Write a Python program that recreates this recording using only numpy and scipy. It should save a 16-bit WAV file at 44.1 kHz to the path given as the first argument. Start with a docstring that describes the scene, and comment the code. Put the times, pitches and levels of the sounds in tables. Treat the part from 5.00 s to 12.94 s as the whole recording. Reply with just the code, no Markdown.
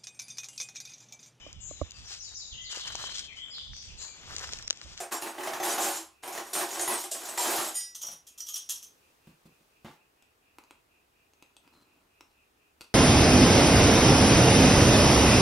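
"""Steel utensils clatter in a drawer across a small wood-panelled kitchen, far from the microphones and mostly
heard off the walls: contacts and knocks ring the steel, the tray and the drawer box. A utensil swings clear and
measuring spoons jingle in the hand. Two soft steps and a knock at the counter follow as low thuds and clacks;
then, close to the microphones, a spoon ticks and scrapes in a small glass jar damped by the hand.
Cloth rustles on the way to the counter; behind it all are room air and a faint, pulsing fan, as filtered noise."""
import sys
import numpy as np
from scipy import signal
from scipy.fft import rfft, irfft
from scipy.io import wavfile
from scipy.ndimage import uniform_filter1d

SR = 44100
rng = np.random.default_rng(int(sys.argv[2]) if len(sys.argv) > 2 else 0)


def unload_audio(sound):
    """Save the sound as a 16-bit wav file, at the path given as the first command line argument."""
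    columns = np.transpose(np.atleast_2d(sound))
    # keep every value between -1 and 1, then stretch to whole-number steps
    steps = np.round(np.clip(columns, -1, 1) * 32767)
    wavfile.write(sys.argv[1], SR, steps.astype(np.int16))


N = 350154
TIME = np.arange(N) / SR


def undb(db):
    """Decibels to gain."""
    return 10 ** (np.asarray(db) / 20)


def unit(x):
    """Scale to unit energy."""
    return x / np.sqrt(np.sum(x ** 2) + 1e-18)


def along(points, hz):
    """Read a (frequency [Hz], value) table on a log-frequency axis."""
    table_hz, value = np.transpose(points)
    return np.interp(np.log(hz + 1), np.log(table_hz), value)


def through(x, response):
    """Pass a signal through an impulse response."""
    return signal.oaconvolve(x, response)[:N]


def add(track, s, sound):
    """Mix a sound into a track from time s."""
    start = int(np.clip(s * SR, 0, N - 1))
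    track[start:start + len(sound)] += sound[:N - start]


def body(points, size=2048):
    """Causal, quickly dying response with the given spectrum, in minimum phase."""
    hz = np.fft.rfftfreq(size, 1 / SR)
    cepstrum = irfft(np.log(undb(along(points, hz))))
    # fold the cepstrum onto positive time
    cepstrum[1:size // 2] *= 2
    cepstrum[size // 2 + 1:] = 0
    return unit(irfft(np.exp(rfft(cepstrum))))


def ring(modes, scatter_db=0, detune=0, size=12000):
    """Decaying partials; their balance and exact pitch depend on where the object is touched."""
    hz, db, t60 = np.transpose(modes)[:, :, None]
    t = np.arange(size) / SR
    hz = hz * (1 + detune * rng.standard_normal(hz.shape))
    # dividing by sqrt(t60) makes each level stand for the energy of its partial
    gain = undb(db + scatter_db * rng.standard_normal(hz.shape)) / np.sqrt(t60)
    sign = rng.choice([-1, 1], hz.shape)
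    decay = np.exp(-np.log(1000) * t / t60)
    return unit(np.sum(sign * gain * decay * np.cos(2 * np.pi * hz * t), axis=0))


def chatter(db, length, count=10, size=4096):
    """A first contact and weaker rebounds, together as strong as 10 ms of sound at the given level."""
    lag = np.r_[0, rng.uniform(0, 2, count - 1)]  # in units of length [s]
    sample = np.clip(lag * length * SR, 0, size - 1).astype(int)
    force = np.zeros(size)
    np.add.at(force, sample, np.exp(-.7 * lag) * rng.choice([-1, 1], count))
    return unit(force) * undb(db) * np.sqrt(SR / 100)


def strike(db, length, response):
    """Ring a response with a chattering blow, keeping the strength of the blow."""
    force = chatter(db, length)
    return np.linalg.norm(force) * unit(signal.fftconvolve(force, response))


def contacts(per_s, spread_db, even_s=0.051):
    """A stream of random small impacts, a few far stronger than the rest; mean power about 1."""
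    happens = rng.random(N) < per_s / SR
    sign = rng.choice([-1, 1], N)
    hits = happens * sign * undb(spread_db * rng.exponential(size=N).clip(0, 4))
    power = uniform_filter1d(hits ** 2, max(int(even_s * SR), 2))
    return hits / np.sqrt(np.abs(power) + 1e-9)


def gesture(middle, length):
    """A smooth movement that gathers speed and slows again."""
    return np.cos(np.pi * np.clip((TIME - middle) / length, -.5, .5))


def hiss(points):
    """Noise of power 1 with the given spectrum."""
    return through(rng.standard_normal(N), body(points))


# The hand shoves the heap of utensils:
# (start [s], length [s], relative steel rattle level [dB], relative tray clatter level [dB])
SHOVES = [(0.0, 0.002, -47, -35), (0.11, 0.015, -30.5, -31.5), (0.21, 0.0078, -35.5, -42),
          (0.257, 0.023, -42, -37.5), (0.333, 0.04, -51.5, -44), (0.39, 0.2, -41.5, -39.5),
          (0.624, 0.097, -27, -29), (0.775, 0.089, -26.5, -27.5), (0.899, 0.066, -34, -40),
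          (1.224, .19, -43, -45.5), (1.445, 0.056, -46, -47), (1.341, 0.024, -42.5, -36),
          (1.528, 0.086, -28.5, -33), (1.678, 0.28, -34.5, -37), (1.89, 0.027, -27.5, -30),
          (1.967, 0.051, -35, -48.5), (2.138, 0.25, -39.5, -41.5), (2.372, 0.033, -21, -27.5),
          (2.429, .15, -25.5, -26.5), (2.604, 0.069, -31, -38.5)]


def shoving(column, settle_db_per_s, attack_s=0.0054, sag_db_per_s=13.5):
    """Strength of the shoves: a quick attack, a sagging hold, then a steady fall; their powers add."""
    power = 0
    for start, length, *db in SHOVES:
        age = np.maximum(TIME - start, 0)
        fall_db = sag_db_per_s * age + settle_db_per_s * np.maximum(age - length, 0)
        attack = np.minimum(age / attack_s, 1)
        power = power + (attack * undb(db[column] - fall_db)) ** 2
    return np.sqrt(power)


# Spectrum of steel-on-steel contact: (frequency [Hz], relative level [dB])
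STEEL = [(900, -43), (2000, -7.5), (3000, 4), (4200, 4.5), (6500, 6.5), (9000, 3.5), (12500, 2.5),
         (14500, -2), (16000, -29)]
# Tones in which the cutlery rings most readily: frequency [Hz]
CUTLERY_HZ = [6603, 6810, 7470, 8048, 8882, 9023, 9502, 10180, 11070, 11915, 12496, 14831]


def any_utensil(t60, count=3):
    """A few inharmonic tones of some piece of cutlery, damped by the heap."""
    tones = np.r_[rng.choice(CUTLERY_HZ, count), rng.uniform(5500, 14500, size=count)]
    return [(hz, along(STEEL, hz), t60) for hz in tones]


def handle(t60, centre_hz=814, spread_octaves=.24):
    """The hollow note of some handle, scattered round one pitch."""
    hz = centre_hz * 2 ** (spread_octaves * rng.standard_normal())
    return ring([(hz, 0, t60)], size=4000)


# Spectrum of the hollow plastic tray: (frequency [Hz], relative level [dB])
TRAY = [(40, -42), (100, -22.5), (150, -16), (200, -13.5), (270, -0.5), (325, 5.5), (420, -1.5), (520, -5),
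        (720, 0.5), (1000, 1.5), (1650, -1), (2200, -4.5), (4000, -13), (9000, -21)]
# Resonances of the drawer box: (frequency [Hz], relative energy [dB], t60 [s])
BOX_MODES = [(235, -10, .12), (324, 2, .22), (364, -3, .18), (460, -9, .12), (570, -3, .15), (684, -1, .14),
             (797, -4, .13), (1140, -7, .1), (1638, -10, .1)]


def tray(force, box_db=-5):
    """The plastic tray takes the blow and the wooden drawer box under it resonates."""
    return through(force, body(TRAY)) + undb(box_db) * through(force, ring(BOX_MODES))


def rummage(steel_gain, tray_gain, steel_db=-11, tray_db=-8.5, ring_db=-5, ring_t60=0.07,
            handle_db=-9, handle_t60=.04, count=60):
    """One part of the heap is pushed about: contacts click, rattle the tray and set ever other utensils ringing."""
    out = undb(steel_db) * through(steel_gain * contacts(260, 1.8), body(STEEL))
    out += tray(undb(tray_db) * tray_gain * contacts(45, 1.8, even_s=0.077))
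    last_start, last_length = SHOVES[-1][:2]
    times = np.linspace(0, last_start + last_length, count) + rng.uniform(0, .04, count)
    for s in times:
        now = int(s * SR)
        tones = ring(any_utensil(ring_t60), scatter_db=6, size=6000)
        add(out, s, steel_gain[now] * strike(ring_db, .002, tones))
        add(out, s, tray_gain[now] * strike(handle_db, 0.001926, handle(handle_t60)))
    return out


# The hardest knocks between single utensils, levels relative within each column:
# (time [s], click level [dB], standout ring [Hz], standout ring level [dB], handle knock level [dB])
CLASHES = [(0.003, -25.5, 7380, -53, -36.5), (0.1217, -27.5, 7470, -31, -43),
           (0.2228, -28, 10400, -35, -33), (0.3821, -46, 8910, -54, -32.5), (0.4343, -31, 6500, -44, -33),
           (0.4733, -33, 6150, -52, -31), (0.534, -31.5, 6670, -45, -30.5), (0.6, -34, 6280, -32, -28),
           (0.6314, -40, 9750, -38, -28), (0.7822, -27, 6400, -45, -26), (0.8206, -12.5, 7470, -18, -32),
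           (0.9648, -26.5, 7470, -34, -65), (1.2359, -43, 8900, -40, -38), (1.2779, -30, 12200, -56.5, -36),
           (1.3255, -29, 6800, -36, -42.5), (1.3777, -30.5, 6490, -48, -33.5),
           (1.5339, -18, 8910, -33, -45), (1.5536, -32, 8840, -46, -29.5), (1.6102, -42, 6800, -45, -28.5),
           (1.7953, -20.5, 6620, -24.5, -31), (1.81, -19, 9020, -16.5, -56.5),
           (1.8778, -18.5, 11070, -18, -25), (1.924, -32, 8880, -21.5, -32),
           (2.0395, -25.5, 9500, -61, -40), (2.1144, -17.5, 8250, -32.5, -40),
           (2.2542, -27, 6900, -43.5, -54), (2.2877, -28, 8100, -27.5, -40.5),
           (2.3776, -21, 8260, -47, -25), (2.5825, -33, 6810, -47, -28)]


def clashes(click_db=-10, ring_db=-18, ping_db=-9, tray_db=-2.0, handle_db=-2, handle_t60=0.049,
            t60=.13, ping_t60=0.081, bump_db=8, bump_octaves=.35, length=0.007,
            graze_s=0.0028, graze_db=-22):
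    """Harder knocks within the heap: a bright click and tones from the steel, a hollow note from the handle."""
    metal, thumps = np.zeros((2, N))
    grid = np.geomspace(500, 16000, 30)  # Hz
    for s, db, bright_hz, tone_db, knock_db in CLASHES:
        # the click is strongest round the standout ring
        bump = bump_db * np.exp(-(np.log2(grid / bright_hz) / bump_octaves) ** 2)
        click = body(np.c_[grid, along(STEEL, grid) + bump])
        # the pieces graze just before they meet squarely
        add(metal, s - graze_s, strike(db + graze_db, length, click))
        add(metal, s, strike(db + click_db, length, click))
        tones = ring(any_utensil(t60), scatter_db=7.5, size=8000)
        add(metal, s, strike(db + ring_db, length, tones))
        ping = ring([(bright_hz, 0, ping_t60)])
        add(metal, s, strike(tone_db + ping_db, 0.0048, ping))
        add(metal, s, strike(knock_db + handle_db, 0.002024, handle(handle_t60)))
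        add(thumps, s, chatter(knock_db + tray_db, 0.0036))
    return metal + tray(thumps)


# The utensil that swings clear: (time [s], click level [dB], ring level [dB])
LIFT = [(2.743, -51, -34), (2.753, -41.5, -27.5), (2.768, -40, -32), (2.808, -41, -39)]
# Its free resonances: (frequency [Hz], relative energy [dB], t60 [s])
LIFT_MODES = [(1635, -21, .3), (1960, -11.5, .45), (3176, -16, .3), (3709, -15, .28), (5001, -7.5, .35),
              (5722, -9, .38), (6810, -5, .22), (7397, -9, .16), (8050, -13, .24), (8770, -8, .2),
              (9507, 0, .26), (11210, -11, .22), (11920, -9, .2), (13120, -16, .2)]


def lifted():
    """One utensil glances off its neighbours and rings freely in the air."""
    out = np.zeros(N)
    for s, blow_db, tone_db in LIFT:
        tones = ring(LIFT_MODES, scatter_db=2, size=20000)
        add(out, s, strike(tone_db, 0, tones))
        add(out, s, strike(blow_db, 0.0027, body(STEEL)))
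    return out


# Measuring spoons swinging on their ring, levels relative within each column:
# (time [s], slap level [dB], ping [Hz], ping level [dB])
JINGLES = [(2.9526, -29.5, 6030, -43), (3.0175, -28.5, 6540, -32.5), (3.032, -31.5, 5745, -32),
           (3.069, -31, 5770, -34), (3.1155, -34, 5740, -49), (3.272, -38, 7510, -55.5),
           (3.382, -34, 6830, -46), (3.405, -32.5, 5825, -31.5), (3.468, -34, 5720, -41.5),
           (3.488, -26.5, 6530, -39), (3.541, -28, 5725, -27), (3.559, -23, 5800, -48),
           (3.6947, -21.5, 7540, -35), (3.7065, -22, 7510, -45), (3.7585, -38, 5720, -38.5),
           (3.8274, -35.5, 6270, -41)]
# Resonances of the nested spoons: (frequency [Hz], relative energy [dB], t60 [s])
SPOON_MODES = [(3276, 6.5, 0.048), (5800, -17, .08), (6040, -15, 0.11), (6280, -1.5, 0.17),
               (6400, 13, 0.12), (7510, 5.5, 0.051), (8720, 10, 0.048), (9520, 10.5, 0.034),
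               (10500, 11, .08), (11330, 13, 0.033), (11900, 8.5, 0.11), (12000, 16.5, .08), (13400, 0, .1)]
# Spectrum of their click: (frequency [Hz], relative level [dB])
SPOON_CLICK = [(200, -31.5), (1200, -9.5), (2200, -18), (3200, 3), (4400, -6), (6100, 9.5), (8000, 0),
               (10000, 0.5), (11500, -14), (14000, 1), (16000, -14)]


def spoons(click_db=-10, ring_db=-12, ping_db=-3, graze_db=-15, graze_s=0.0035, ring_scatter_db=4,
           chatter_s=.012, ping_t60=0.1):
    """The nested spoons graze, slap together and rebound, damping one another; one of them pings on."""
    out = np.zeros(N)
    for s, db, ping_hz, tone_db in JINGLES:
        add(out, s - graze_s, strike(db + graze_db, chatter_s, body(SPOON_CLICK)))
        add(out, s, strike(db + click_db, chatter_s, body(SPOON_CLICK)))
        tones = ring(SPOON_MODES, scatter_db=ring_scatter_db, detune=0.023, size=6000)
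        add(out, s, strike(db + ring_db, chatter_s, tones))
        add(out, s, strike(tone_db + ping_db, 0.0027, ring([(ping_hz, 0, ping_t60)])))
    return out


# Dull blows on floor, drawer front and counter:
# (time [s], relative thud level [dB], relative clack level [dB])
THUDS = [(3.038, -79, -49.5), (3.086, -73, -49.5), (3.125, -62, -57), (4.273, -49.5, -62.5),
         (4.456, -52.5, -66), (4.608, -67, -69), (4.847, -43.5, -47.5), (4.856, -50.5, -47.5),
         (4.871, -57, -53), (4.888, -61, -76)]
# Spectrum of the soft boom: (frequency [Hz], relative level [dB])
THUD = [(30, -19), (90, -11), (160, 2), (240, -4.5), (380, -11), (600, -24), (2000, -41)]
# Spectrum of the harder clack: (frequency [Hz], relative level [dB])
CLACK = [(30, -33), (100, -5), (350, -2.5), (950, 1.5), (1700, -6.5), (3500, -10.5), (7000, -21.5),
         (15000, -41)]


def thuds(thud_db=3, clack_db=1):
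    """Soft blows boom in the hollow floor and cabinets; harder ones clack as well."""
    soft, hard = np.zeros((2, N))
    for s, low_db, high_db in THUDS:
        add(soft, s, chatter(low_db + thud_db, .001, count=1))
        add(hard, s, chatter(high_db + clack_db, 0.0081))
    return through(soft, body(THUD)) + through(hard, body(CLACK))


# Spoon against the hand-held jar, levels relative within each column:
# (time [s], tick level [dB], knock level [dB], added ring [Hz])
TAPS = [(5.224, -51.5, -70, 8000), (5.5854, -50.5, -48, 10300), (5.6383, -54, -60.5, 6400),
        (5.7089, -47, -51.5, 8370), (6.3355, -53.5, -69.5, 6400), (6.425, -44.5, -58, 6400),
        (6.5668, -43, -61.5, 8200), (6.677, -58, -60.5, 5000), (7.2087, -44, -51.5, 5400),
        (7.8093, -35.5, -54.5, 1430), (7.8163, -39, -55.5, 4600), (7.842, -54, -68, 4650)]
# Strokes of the spoon round the jar, levels relative within each column:
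# (middle [s], length [s], gritty scrape level [dB], soft rubbing level [dB], singing glass level [dB])
STROKES = [(6.66, 0.11, -77, -66.5, -81), (6.755, 0.084, -71, -63, -68), (6.815, 0.041, -69, -66, -70),
           (6.95, 0.38, -86, -72, -88), (7.313, 0.08, -77, -88.5, -84)]
# Spectrum of tick and gritty scrape: (frequency [Hz], relative level [dB])
TICK = [(800, 4), (1800, -19), (2600, 2), (4500, 1.5), (8300, -3), (12500, -8), (16000, -24)]
# Spectrum of the knock: (frequency [Hz], relative level [dB])
KNOCK = [(40, -39), (120, -17.5), (300, 6.5), (600, -7), (900, 4.5), (1280, 1), (1800, -12), (2500, 0),
         (3500, -14.5), (8000, -19.5)]
# Glass damped by the hand: (frequency [Hz], relative energy [dB], t60 [s])
JAR_MODES = [(1400, -2, .025), (2550, -1, .02), (3400, -2, .025), (4600, -3, .02), (5000, -5, .018),
             (6400, -5, .02), (8250, -5, .02), (10400, -11, .03)]
# Spectrum of the soft rubbing of hand and cloth: (frequency [Hz], relative level [dB])
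RUB = [(40, -29), (140, -3), (280, 4), (500, -13.5), (1100, -5.5), (2500, -18.5), (8000, -29)]


def jar(tick_db=-13, glass_db=-16, bright_db=5, bright_t60=0.021, scrape_db=-2, sing_db=-3):
    """The spoon ticks on the glass, which the hand damps at once, and scrapes round it to a soft rubbing of
    hand and cloth."""
    out = np.zeros(N)
    for s, high_db, low_db, bright_hz in TAPS:
        add(out, s, strike(high_db + tick_db, 0.00098, body(TICK)))
        modes = JAR_MODES + [(bright_hz, bright_db, bright_t60)]
        glass = ring(modes, scatter_db=8, size=4000)
        add(out, s, strike(high_db + glass_db, 0, glass))
        add(out, s, strike(low_db, 0, body(KNOCK)))
    grit, rub, sing = sum(np.outer(undb(db), gesture(s, length)) for s, length, *db in STROKES)
    out += through(undb(scrape_db) * grit * contacts(510, 3.6), body(TICK))
    out += through(rub * contacts(560, 2.2), body(RUB))
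    singing_glass = ring([(4100, 0, 0.054)])
    return out + through(undb(sing_db) * sing * contacts(900, 2.2), singing_glass)


def widen(mid, other, width):
    """Left and right from a shared part and an unrelated part."""
    hz = np.fft.rfftfreq(len(other), 1 / SR)
    side = irfft(rfft(other) * undb(along(width, hz)), len(other))
    return np.array([mid + side, mid - side])


# Width of reflections at the closely spaced microphones: (frequency [Hz], side minus mid [dB])
WIDTH = [(60, -18), (110, -9), (200, -27), (380, -11.5), (700, -10), (1290, -4.5), (2380, 0), (4400, -5.5),
         (8120, -19), (15000, -35)]
# Decay of the kitchen: (frequency [Hz], t60 [s])
ROOM_T60 = [(150, 0.2), (1000, 0.34), (5000, 0.3), (14000, 0.21)]


def room(x, wet_db, pan_db, side_db, size=22050):
    """Direct sound, then dense reflections off the cabinets, dying at their own rate in each octave."""
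    t, hz = np.arange(size) / SR, np.fft.rfftfreq(size, 1 / SR)
    octave = np.round(np.log2(np.maximum(hz, 2 ** 7)))
    noise = rfft(rng.standard_normal((2, size)))
    tail = 0
    for k in np.unique(octave):
        decay = np.exp(-np.log(1000) * t / along(ROOM_T60, 2 ** k))
        tail = tail + irfft(noise * (octave == k)) * decay
    tail = tail * (1 - np.exp(-t / 0.001))  # reflections build up over about a millisecond
    response = undb(wet_db) * widen(unit(tail[0]), undb(side_db) * unit(tail[1]), WIDTH)
    response[:, 0] += 1  # direct sound
    left, right = (through(x, unit(h)) for h in response)
    return np.array([left * undb(pan_db / 2), right * undb(-pan_db / 2)])


# Clothes rustling on the way to the counter: (middle [s], length [s], relative level [dB])
RUSTLES = [(3.964, 1, -66), (4.288, 0.098, -72), (4.466, .025, -66), (4.595, 0.7, -68.5),
           (4.912, .16, -61.5)]
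# Spectrum of the still room: (frequency [Hz], relative level per Hz [dB])
AIR = [(15, -45), (25, -7), (66, 0.5), (173, -7.5), (399, -3), (457, -5.5), (523, -7.5), (567, -11),
       (614, -7.5), (1660, -13), (2560, -14), (4380, -19), (15500, -22)]
# Width of the background at the microphones: (frequency [Hz], side minus mid [dB])
AIR_WIDTH = [(60, -21), (110, -12), (200, -7.5), (380, -4.5), (700, 1), (1290, 4), (2380, -2.5), (4400, 0),
             (8120, -5.5), (15000, -33.5)]


def background(air_db=-70.5, whirr_db=-73, whirr_hz=2580, width_hz=420, rustle_db=-4):
    """Room air, rustling cloth and a fan whose whirr, a band of noise, swells once a turn."""
    turn_s, loudest_s = .2395, 4.055
    swell = (.5 + .5 * np.cos(2 * np.pi * (TIME - loudest_s) / turn_s)) ** .7
    band = [(whirr_hz - width_hz, -40), (whirr_hz - width_hz / 2, -2), (whirr_hz, 0),
            (whirr_hz + width_hz / 2, -3), (whirr_hz + 2 * width_hz, -40)]
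    cloth = [(100, 1), (400, 4.5), (1500, -3.5), (6000, -5.0), (15000, -9.5)]
    movement = sum(undb(db) * gesture(s, length) for s, length, db in RUSTLES)

    def layer():
        """One independent draw of air, whirr and cloth."""
        air = undb(air_db) * hiss(AIR)
        whirr = undb(whirr_db) * swell * hiss(band)
        return air + whirr + undb(rustle_db) * movement * hiss(cloth)

    return widen(layer(), layer(), AIR_WIDTH)


def scene(count=3):
    """The drawer is far off and screened by the body, so it is mostly heard off the walls; the jar is near."""
    steel_gain = shoving(0, settle_db_per_s=282)
    tray_gain = shoving(1, settle_db_per_s=315)
    heap = [clashes()] + [rummage(steel_gain, tray_gain) for _ in range(count)]
    # each part of the heap reaches the microphones by its own set of reflections
    drawer = sum(room(part, wet_db=4.5, pan_db=-0.8, side_db=-3.5) for part in heap)
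    in_hand = room(spoons(), wet_db=-1, pan_db=-0.6, side_db=-1.5)
    in_hand += room(lifted(), wet_db=1.5, pan_db=-0.3, side_db=-2)
    counter = room(thuds(), wet_db=3, pan_db=-0.4, side_db=-4.0)
    counter += room(jar(), wet_db=-4.5, pan_db=0.8, side_db=-0.5)
    return drawer + in_hand + counter + background()


def record(dry, limit_db=-29, ratio=3, window_s=0.0068, ceiling=.19, top_hz=15600):
    """Gain control holds the loudest clatter down and rounds its peaks; the top of the treble is cut."""
    power = uniform_filter1d(np.mean(dry ** 2, axis=0), max(int(window_s * SR), 2))
    over = np.maximum(np.sqrt(np.abs(power)) / undb(limit_db), 1)
    held = dry * over ** (1 / ratio - 1)
    rounded = ceiling * np.tanh(held / ceiling)
    treble_cut = signal.ellip(8, .2, 70, top_hz, fs=SR, output="sos")
    return signal.sosfilt(treble_cut, rounded)


dry = scene()
out = record(dry)
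unload_audio(out)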